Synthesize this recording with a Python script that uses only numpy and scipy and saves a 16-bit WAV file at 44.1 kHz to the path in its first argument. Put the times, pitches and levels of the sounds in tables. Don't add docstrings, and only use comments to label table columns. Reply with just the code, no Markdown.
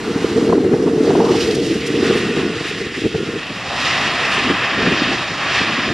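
import sys
import numpy as np
from scipy import signal
from scipy.fft import rfft, irfft
from scipy.io import wavfile
from scipy.ndimage import uniform_filter1d

SR = 44100
rng = np.random.default_rng(int(sys.argv[2]) if len(sys.argv) > 2 else 0)


def file_out(sig):
    cols = np.atleast_2d(sig).T
    lim = np.clip(cols, -1, 1)
    pcm = np.round(lim * 32767).astype(np.int16)
    wavfile.write(sys.argv[1], SR, pcm)


N = 261513
TIME = np.arange(N) / SR
FREQ = np.maximum(np.arange(N // 2 + 1) * SR / N, 1)

# low f/Hz, high f/Hz
JET_BANDS = [(650, 1400), (1600, 3300), (4000, 7000), (8000, 12000)]
# f/Hz, relative level per Hz/dB
JET_COLOUR = [(25, -21), (55, -8), (130, 0.5), (320, -4), (520, -6.5), (1000, -3.5), (2000, -4),
              (3200, -4.5), (5200, -9.5), (6500, -14), (7700, -19), (8400, -23.5), (10000, -28.5),
              (12000, -36.5), (14500, -49)]
# t/s, level/dB
ROAR_LEVEL = [(0.0, -34.5), (0.23, -32.5), (0.46, -35), (0.58, -41), (0.7, -39), (0.8, -39.5),
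              (0.97, -39.5), (1.08, -33.5), (1.24, -36.5), (1.37, -29.5), (1.48, -29.5), (1.6, -33),
              (1.87, -27), (1.98, -30.5), (2.04, -23.5), (2.19, -24.5), (2.25, -27.5), (2.4, -25),
              (2.5, -29), (2.68, -26), (2.77, -28), (3.01, -26.5), (3.09, -32), (3.32, -30.3), (3.45, -29),
              (3.65, -29), (3.75, -26), (3.85, -19), (3.95, -19), (4.22, -20), (4.31, -18), (4.68, -20),
              (4.87, -18.5), (5.1, -21.5), (5.26, -24.5), (5.38, -24.5), (5.56, -18.5), (5.75, -21),
              (5.92, -23)]
# t/s, level/dB
BODY_AGAINST_ROAR = [(0.0, 2), (0.6, 3.5), (1.25, 0.5), (1.45, -6.5), (1.85, -11), (2.04, -6), (2.55, -6.5),
                     (3.02, -13.5), (3.2, -7.5), (3.6, -1.5), (3.71, 4), (3.87, -3), (4.15, -0.5),
                     (4.33, -4.5), (4.5, -2.5), (4.87, -4), (5.3, -2), (5.56, -2.4), (5.9, -5.5)]
# t/s, level/dB before weighting
BRIGHTNESS = [(0.0, 1.5), (0.43, 4.5), (0.61, 2.5), (0.78, 4), (1.08, 4.5), (1.7, 3), (1.8, -2),
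              (1.95, 2.5), (2.4, -1.1), (2.81, 0.5), (2.92, -4), (3.01, 1.5), (3.22, 2.5), (3.45, -1.5),
              (3.65, 1), (3.8, 3), (3.97, 1), (4.24, -2), (4.32, 1), (4.42, -1.5), (4.7, -2), (4.87, -2),
              (5.02, 0.6), (5.28, 2), (5.5, 1), (5.58, 3), (5.66, 0.1), (5.9, 0.5)]
# base side-on level at the usual roar/dB, share of the roar's swing (0-1),
# change when tail-on/dB, weight of the brightness (factor)
TREBLE = [(-37, 0.89, -1.5, 1.4), (-49, 0.68, -11.5, 0.71)]
# t/s, length/s, f/Hz, level/dB
HOLLOWS = [(1.652, 0.17, 1600, -4.5), (3.06, 0.086, 1410, -5.5), (3.937, 1, 1400, -3)]
# f/Hz before sinking, width/Hz, level/dB
RIPPLE = [(700, 140, 1.5), (920, 130, -3.5), (1180, 200, 1.5), (1530, 170, -2.4), (1840, 260, 3),
          (2210, 240, -2.8), (2630, 320, 2.8), (2940, 150, -1), (3490, 180, -1.6), (3780, 220, 1),
          (4110, 240, -2.3), (5250, 400, 2.5), (5700, 250, -1.3), (6490, 240, -3.3), (6980, 500, 2.1)]
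# t/s, pitch factor
RIPPLE_SINK = [(0.0, 1.06), (1.3, 1.05), (1.9, 1.028), (2.5, 1.015), (3.5, 1.005), (4.7, 0.994),
               (5.9, 0.975)]
# f/Hz, level/dB
DIFFUSE = [(60, -66), (150, -64), (280, -57), (700, -97), (1300, -67), (2300, -85), (4200, -14),
           (5500, -18), (7500, -0.5), (10000, -13), (14000, 6)]
# f/Hz, width/Hz, right above left level/dB, right leads/rad
PORTS = [(4400, 1150, 4.5, 0.45), (5430, 860, 2.5, .1), (7300, 2240, 5, 1.3)]
# t/s, level/dB
SCUFF_LEVEL = [(1.15, -50), (1.29, -36.5), (1.38, -32.5), (1.47, -35.5), (1.6, -36), (1.74, -36),
               (1.95, -51)]
# f/Hz, relative level per Hz/dB
SCUFF_COLOUR = [(500, -27), (1400, -21), (2200, -3), (2700, 4), (3700, -1), (5200, -0.5), (6500, -8.5),
                (8500, -15.5), (12000, -25)]
# start t/s, end t/s, start f/Hz, end f/Hz, base level/dB
WHINES = [(-0.4, 0.9, 4160, 4200, -50), (-0.2, 0.9, 2750, 2775, -53), (1.95, 2.6, 1485, 1450, -39),
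          (3.08, 3.45, 1435, 1395, -42), (2.1, 2.35, 2715, 2690, -41), (1.76, 2.06, 7240, 7230, -54),
          (1.92, 2.12, 4820, 4780, -46)]
# t/s, level/dB, length/s
SPITS = [(1.553, -29, 0.0091), (1.665, -37, 0.017), (1.873, -31.5, 0.015), (2.18, -35, 0.04),
         (2.688, -38, 0.03), (4.335, -38, 0.04)]
# t/s, base level/dB, length/s
GUSTS = [(0.15, -25.5, 0.26), (0.52, -17, 0.3), (0.9, -16, 0.49), (1.2, -13, 0.25), (1.55, -17, 0.27),
         (2.07, -16.5, 0.25), (2.39, -19.5, 0.2), (2.79, -28.5, 0.15), (3.14, -30.5, 0.18),
         (3.35, -28.5, 0.051), (4.42, -32, 0.23), (4.5, -19.5, 0.058), (4.86, -19, 0.12), (5.09, -23, 0.11),
         (5.67, -31.5, 0.2), (5.91, -23.5, 0.079)]
# t/s before the rise, base level/dB, length/s
BUFFETS = [(0.072, -6.5, 0.006), (0.092, -11, 0.019), (0.154, -4.5, 0.007), (0.239, 1, 0.004),
           (0.3, -18, 0.0096), (0.356, -3.5, 0.008), (0.374, 1, 0.0085), (0.421, -3.5, 0.0057),
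           (0.444, -5.5, 0.0095), (0.488, -2, 0.018), (0.522, -2, 0.016), (0.547, -1.5, 0.012),
           (0.572, 1, 0.0064), (0.638, -2.5, 0.0085), (0.651, -4.5, .012), (0.728, 1, 0.019),
           (0.795, -4.5, 0.01), (0.861, -7, 0.013), (0.872, -6, 0.0061), (0.931, -6, 0.0072),
           (1.002, -0.5, 0.0074), (1.092, -3.5, 0.016), (1.184, 0.5, 0.016), (1.284, -1, 0.0059),
           (1.305, 0.5, 0.012), (1.487, -5, .007), (1.573, -15, 0.016), (1.708, -4, 0.018),
           (1.753, -6, 0.014), (1.899, -9, 0.0085), (1.934, -9.5, 0.012), (2.022, -7.5, 0.0079),
           (2.064, -7, 0.015), (2.122, -13, 0.0067), (2.149, -1.5, 0.0085), (2.365, -5, 0.0047),
           (2.458, -12, 0.0051), (2.563, -13, 0.0069), (2.605, -11, 0.0067), (2.649, -15, .006),
           (2.706, -14.5, 0.0049), (2.763, -14, .006), (2.807, -10.5, 0.012), (2.86, -13, 0.0079),
           (2.913, -14, 0.0044), (2.974, -15.5, 0.022), (3.013, -12, 0.0061), (3.033, -9, 0.0078),
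           (3.051, -3, 0.017), (3.109, -19, 0.018), (3.14, -8, 0.0088), (3.151, -5.5, 0.0062),
           (3.173, -14, 0.0054), (3.198, -11, 0.016), (3.224, -3.5, 0.0039), (3.282, -12, 0.021),
           (3.328, -13.5, 0.0059), (3.354, -13, 0.024), (3.5, -19.5, 0.023), (4.01, -22.5, 0.016),
           (4.375, -14.5, .007), (4.495, -7, 0.007), (4.87, -7.5, 0.0092), (4.915, -8, 0.0056),
           (5.012, -5, 0.005), (5.305, -17.5, .014), (5.607, -11, 0.0084), (5.692, -16, .008),
           (5.781, -10.5, 0.0088), (5.897, -9.5, .007)]
# t/s, base level/dB, f/Hz, length/s
SPLUTTERS = [(0.5, -25, 730, 0.0046), (0.529, -14, 865, 0.0056), (0.584, -26, 800, .006),
             (0.742, -27, 736, 0.013), (0.88, -27.5, 850, 0.015), (1.108, -17, 680, 0.0062),
             (1.155, -16.5, 760, 0.0045), (1.206, -16, 800, 0.0055), (1.228, -27, 850, 0.016),
             (1.266, -26, 910, 0.022), (1.297, -25.5, 970, 0.02), (1.346, -26, 840, 0.017),
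             (3.149, -27.5, 655, 0.005)]
# f/Hz, relative level per Hz/dB
HARD_WIND = [(20, -46), (50, -21.5), (100, -11), (170, -6), (260, -3), (380, -3.5), (470, -1), (500, -16),
             (535, -21.5), (700, -27), (1000, -38.5), (2000, -22.5)]
# f/Hz, relative level per Hz/dB
SOFT_WIND = [(20, -33), (50, -15), (100, -10.5), (160, -2.5), (260, 2.5), (350, -0.5), (480, -9.5),
             (650, -12), (1000, -58), (2000, -112)]
# f/Hz, level/dB
SWIRL = [(60, -68), (150, -69), (260, -45), (420, -28), (700, -20), (1200, -2.5)]

TURN_S = (0.99, 5.47)
USUAL_ROAR_DB, USUAL_WIND_DB = -29, -20
HOLLOW_OCTAVES = 0.88
EASE_S = 3.42
BREEZE_DB = -41
EDDY_DB, EDDY_SCATTER_DB, EDDY_FOLLOW = -20.5, 0.5, 0.6
EDDY_COUNT, EDDY_LENGTH_S = 55, 0.0098
BUFFET_RISE_S = 0.0084
TOP_HZ = 14400


def jet(body_db=-1.73, roar_db=0.34, hiss_db=-2.5, air_db=-0.1, rumble_db=-7, shimmer_db=1.06, flicker_db=0.64):
    body, roar, hiss, air = jet_levels()
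    spectrum = two_ears(undb(over_freq(JET_COLOUR)), DIFFUSE)
    middle = spectrum.mean(axis=0)
    levels = [body + body_db, roar + roar_db, hiss + hiss_db, air + air_db]
    gains = []
    for (low, high), level in zip(JET_BANDS, levels):
        in_band = (FREQ > low) & (FREQ < high)
        own_level = np.std(irfft(middle * in_band, N))
        gains.append(level - 20 * np.log10(own_level))
    rumble = (gains[0] + gains[0].max()) / 2 + rumble_db
    gains = [rumble] + gains
    places = np.r_[np.log2(300), np.log2(JET_BANDS).mean(axis=1)]
    together = flicker_db * walk(27)
    octaves = np.arange(8, 14.1, .5)
    out = 0
    for octave, pick in zip(octaves, np.eye(len(octaves))):
        band = irfft(spectrum * np.interp(np.log2(FREQ), octaves, pick), N)
        shares = [np.interp(octave, places, one) for one in np.eye(len(places))]
        db = sum(share * gain for share, gain in zip(shares, gains))
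        alone = shimmer_db * walk(11.3)
        out = out + band * undb(db + hollow_db(octave) + together + alone)
    return out


def jet_levels():
    roar = np.interp(TIME, *np.transpose(ROAR_LEVEL))
    body = roar + np.interp(TIME, *np.transpose(BODY_AGAINST_ROAR))
    bright = np.interp(TIME, *np.transpose(BRIGHTNESS))
    tail_on = np.interp(TIME, TURN_S, [0, 1])
    treble = []
    for db, follow, turn_db, weight in TREBLE:
        swing = follow * (roar - USUAL_ROAR_DB)
        treble.append(db + swing + turn_db * tail_on + weight * bright)
    hiss, air = treble
    return body, roar, hiss, air


def hollow_db(octave):
    total = 0
    for s, length, hz, db in HOLLOWS:
        nearness = bell(octave, np.log2(hz), HOLLOW_OCTAVES)
        total = total + db * bell(TIME, s, length) * nearness
    return total


def reflections(x, early_share=0.32):
    times, factors = np.transpose(RIPPLE_SINK)
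    spectrum, coloured = rfft(x), 0
    for factor, pick in zip(factors, np.eye(len(times))):
        ripple = undb(sum(db * bell(FREQ, hz * factor, width) for hz, width, db in RIPPLE))
        coloured = coloured + irfft(spectrum * ripple, N) * np.interp(TIME, times, pick)
    share = np.interp(TIME, [1.2, 2.0], [early_share, 1])
    return x + share * (coloured - x)


def whines(whine_db=0.0):
    out = 0
    for start, end, start_hz, end_hz, db in WHINES:
        glide = np.interp(TIME, [start, end], [start_hz, end_hz])
        hz = glide * (1 + .005 * walk(50))
        tone = unit(np.sin(2 * np.pi * np.cumsum(hz) / SR))
        progress = np.clip((TIME - start) / (end - start), 0, 1)
        swell = np.sqrt(np.abs(np.sin(np.pi * progress)))
        out = out + tone * swell * undb(db + 2 * walk(5.2))
    return out * undb(whine_db)


def spits():
    colour = undb(over_freq([(2000, -16), (5000, 0), (10000, -11), (14000, -28)]))
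    return unit(irfft(two_ears(colour, DIFFUSE), N)) * bursts(SPITS)


def tyres(scuff_db=2.5, judder_db=3.0, judder_hz=50):
    slide = unit(irfft(two_ears(undb(over_freq(SCUFF_COLOUR)), DIFFUSE), N))
    db = np.interp(TIME, *np.transpose(SCUFF_LEVEL), left=-np.inf, right=-np.inf)
    return slide * undb(db + scuff_db + judder_db * walk(judder_hz))


def wind(gust_db=1.37, churn_db=1.75, churn_hz=40, bass_hz=200, bass_squeeze=1.0, squeeze_from_db=-22):
    strength = wind_strength()
    pressure = undb(strength + gust_db + churn_db * walk(churn_hz))
    hits = eddy_hits(strength)
    soft = np.clip((TIME - EASE_S) / 0.039, 0, 1)
    hard_gusts = np.sqrt(1 - soft) * boom(HARD_WIND, pressure, hits)
    soft_gusts = np.sqrt(soft) * boom(SOFT_WIND, pressure, hits)
    gusts = hard_gusts + soft_gusts
    bass = irfft(rfft(gusts) * bell(FREQ, 0, 2 * bass_hz), N)
    recent_hits = uniform_filter1d(hits, size=SR // 20)
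    speed_db = 20 * np.log10(undb(strength) + recent_hits / 2)
    excess_db = np.maximum(speed_db - squeeze_from_db, 0) * (1 - soft)
    return gusts - bass + bass * undb(-bass_squeeze * excess_db)


def wind_strength():
    return 20 * np.log10(np.hypot(undb(BREEZE_DB), bursts(GUSTS)))


def eddy_hits(strength, buffet_db=-6.5):
    place, size = rng.uniform(-1.054, 1, (EDDY_COUNT, 2)).T
    times = (np.arange(EDDY_COUNT) + .5 + place / 2) * TIME[-1] / EDDY_COUNT
    wind_swing = np.interp(times, TIME, strength) - USUAL_WIND_DB
    dbs = EDDY_DB + EDDY_FOLLOW * wind_swing + EDDY_SCATTER_DB * size
    lesser = [(s, db, EDDY_LENGTH_S) for s, db in zip(times, dbs)]
    strong = [(s + BUFFET_RISE_S, db + buffet_db, length) for s, db, length in BUFFETS]
    return bursts(lesser + strong)


def boom(points, pressure, hits):
    colour = undb(over_freq(points)) / (1 + (FREQ / 1500) ** 6)
    skirts = np.sqrt(np.minimum(colour / undb(-8), 1))
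    churn = steady(noise(colour / skirts), 0.02) * pressure
    eddies = steady(noise(colour / skirts), 0.0075) * hits
    return irfft(rfft(churn + eddies) * skirts, N)


def splutter(splutter_db=2.5, rasp_db=-4.5, rasp_hz=610, rasp_width_hz=420, rasp_flicker_db=3.5):
    rasp_level = 2 * wind_strength() + rasp_db + rasp_flicker_db * walk(41)
    out = noise(bell(FREQ, rasp_hz, rasp_width_hz)) * undb(rasp_level)
    for s, db, hz, length in SPLUTTERS:
        flutter = steady(noise(bell(FREQ, hz, 520)), .003)
        out = out + flutter * bursts([(s, db + splutter_db, length)])
    return out


def at_ports(x, swirl_hz=60):
    side = irfft(rfft(x * walk(swirl_hz)) * undb(over_freq(SWIRL)), N)
    return np.array([x + side, x - side])


def two_ears(gain, side_points):
    mid, side = rfft(rng.standard_normal((2, N)))
    share = undb(over_freq(side_points))
    sign = np.array([[-1], [1]])
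    skew = sum((np.log(undb(db)) + 1j * lead) * bell(FREQ, hz, width) for hz, width, db, lead in PORTS)
    blend = (mid + sign * share * side) / np.sqrt(1 + share ** 2)
    return gain * np.exp(sign * skew / 2) * blend


def undb(db):
    return 10 ** (np.asarray(db) / 20)


def unit(x):
    return x / np.sqrt(np.mean(x ** 2))


def over_freq(points):
    hz, value = np.transpose(points)
    return np.interp(np.log(FREQ), np.log(hz), value)


def bell(x, centre, width):
    return .5 ** np.minimum((2 * (x - centre) / width) ** 2, 60)


def noise(gain):
    return unit(irfft(rfft(rng.standard_normal(N)) * gain, N))


def walk(rate):
    return noise(bell(FREQ, 0, 2 * rate))


def steady(x, seconds):
    size = max(int(seconds * SR), 2)
    power = uniform_filter1d(uniform_filter1d(x ** 2, size), size)
    return x / np.sqrt(np.maximum(power, 1e-9))


def bursts(rows):
    power = sum(undb(db) ** 2 * bell(TIME, s, length) for s, db, length in rows)
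    return np.sqrt(power)


def scene():
    aircraft = reflections(jet()) + tyres() + whines() + spits()
    return aircraft + at_ports(wind() + splutter())


def record(dry):
    middle = dry.mean(axis=0)
    rounded = dry / (1 + (middle / .9) ** 14) ** (1 / 14)
    low_pass = signal.ellip(8, .2, 70, TOP_HZ, fs=SR, output="sos")
    return signal.sosfilt(low_pass, rounded)


dry = scene()
out = record(dry)
file_out(out)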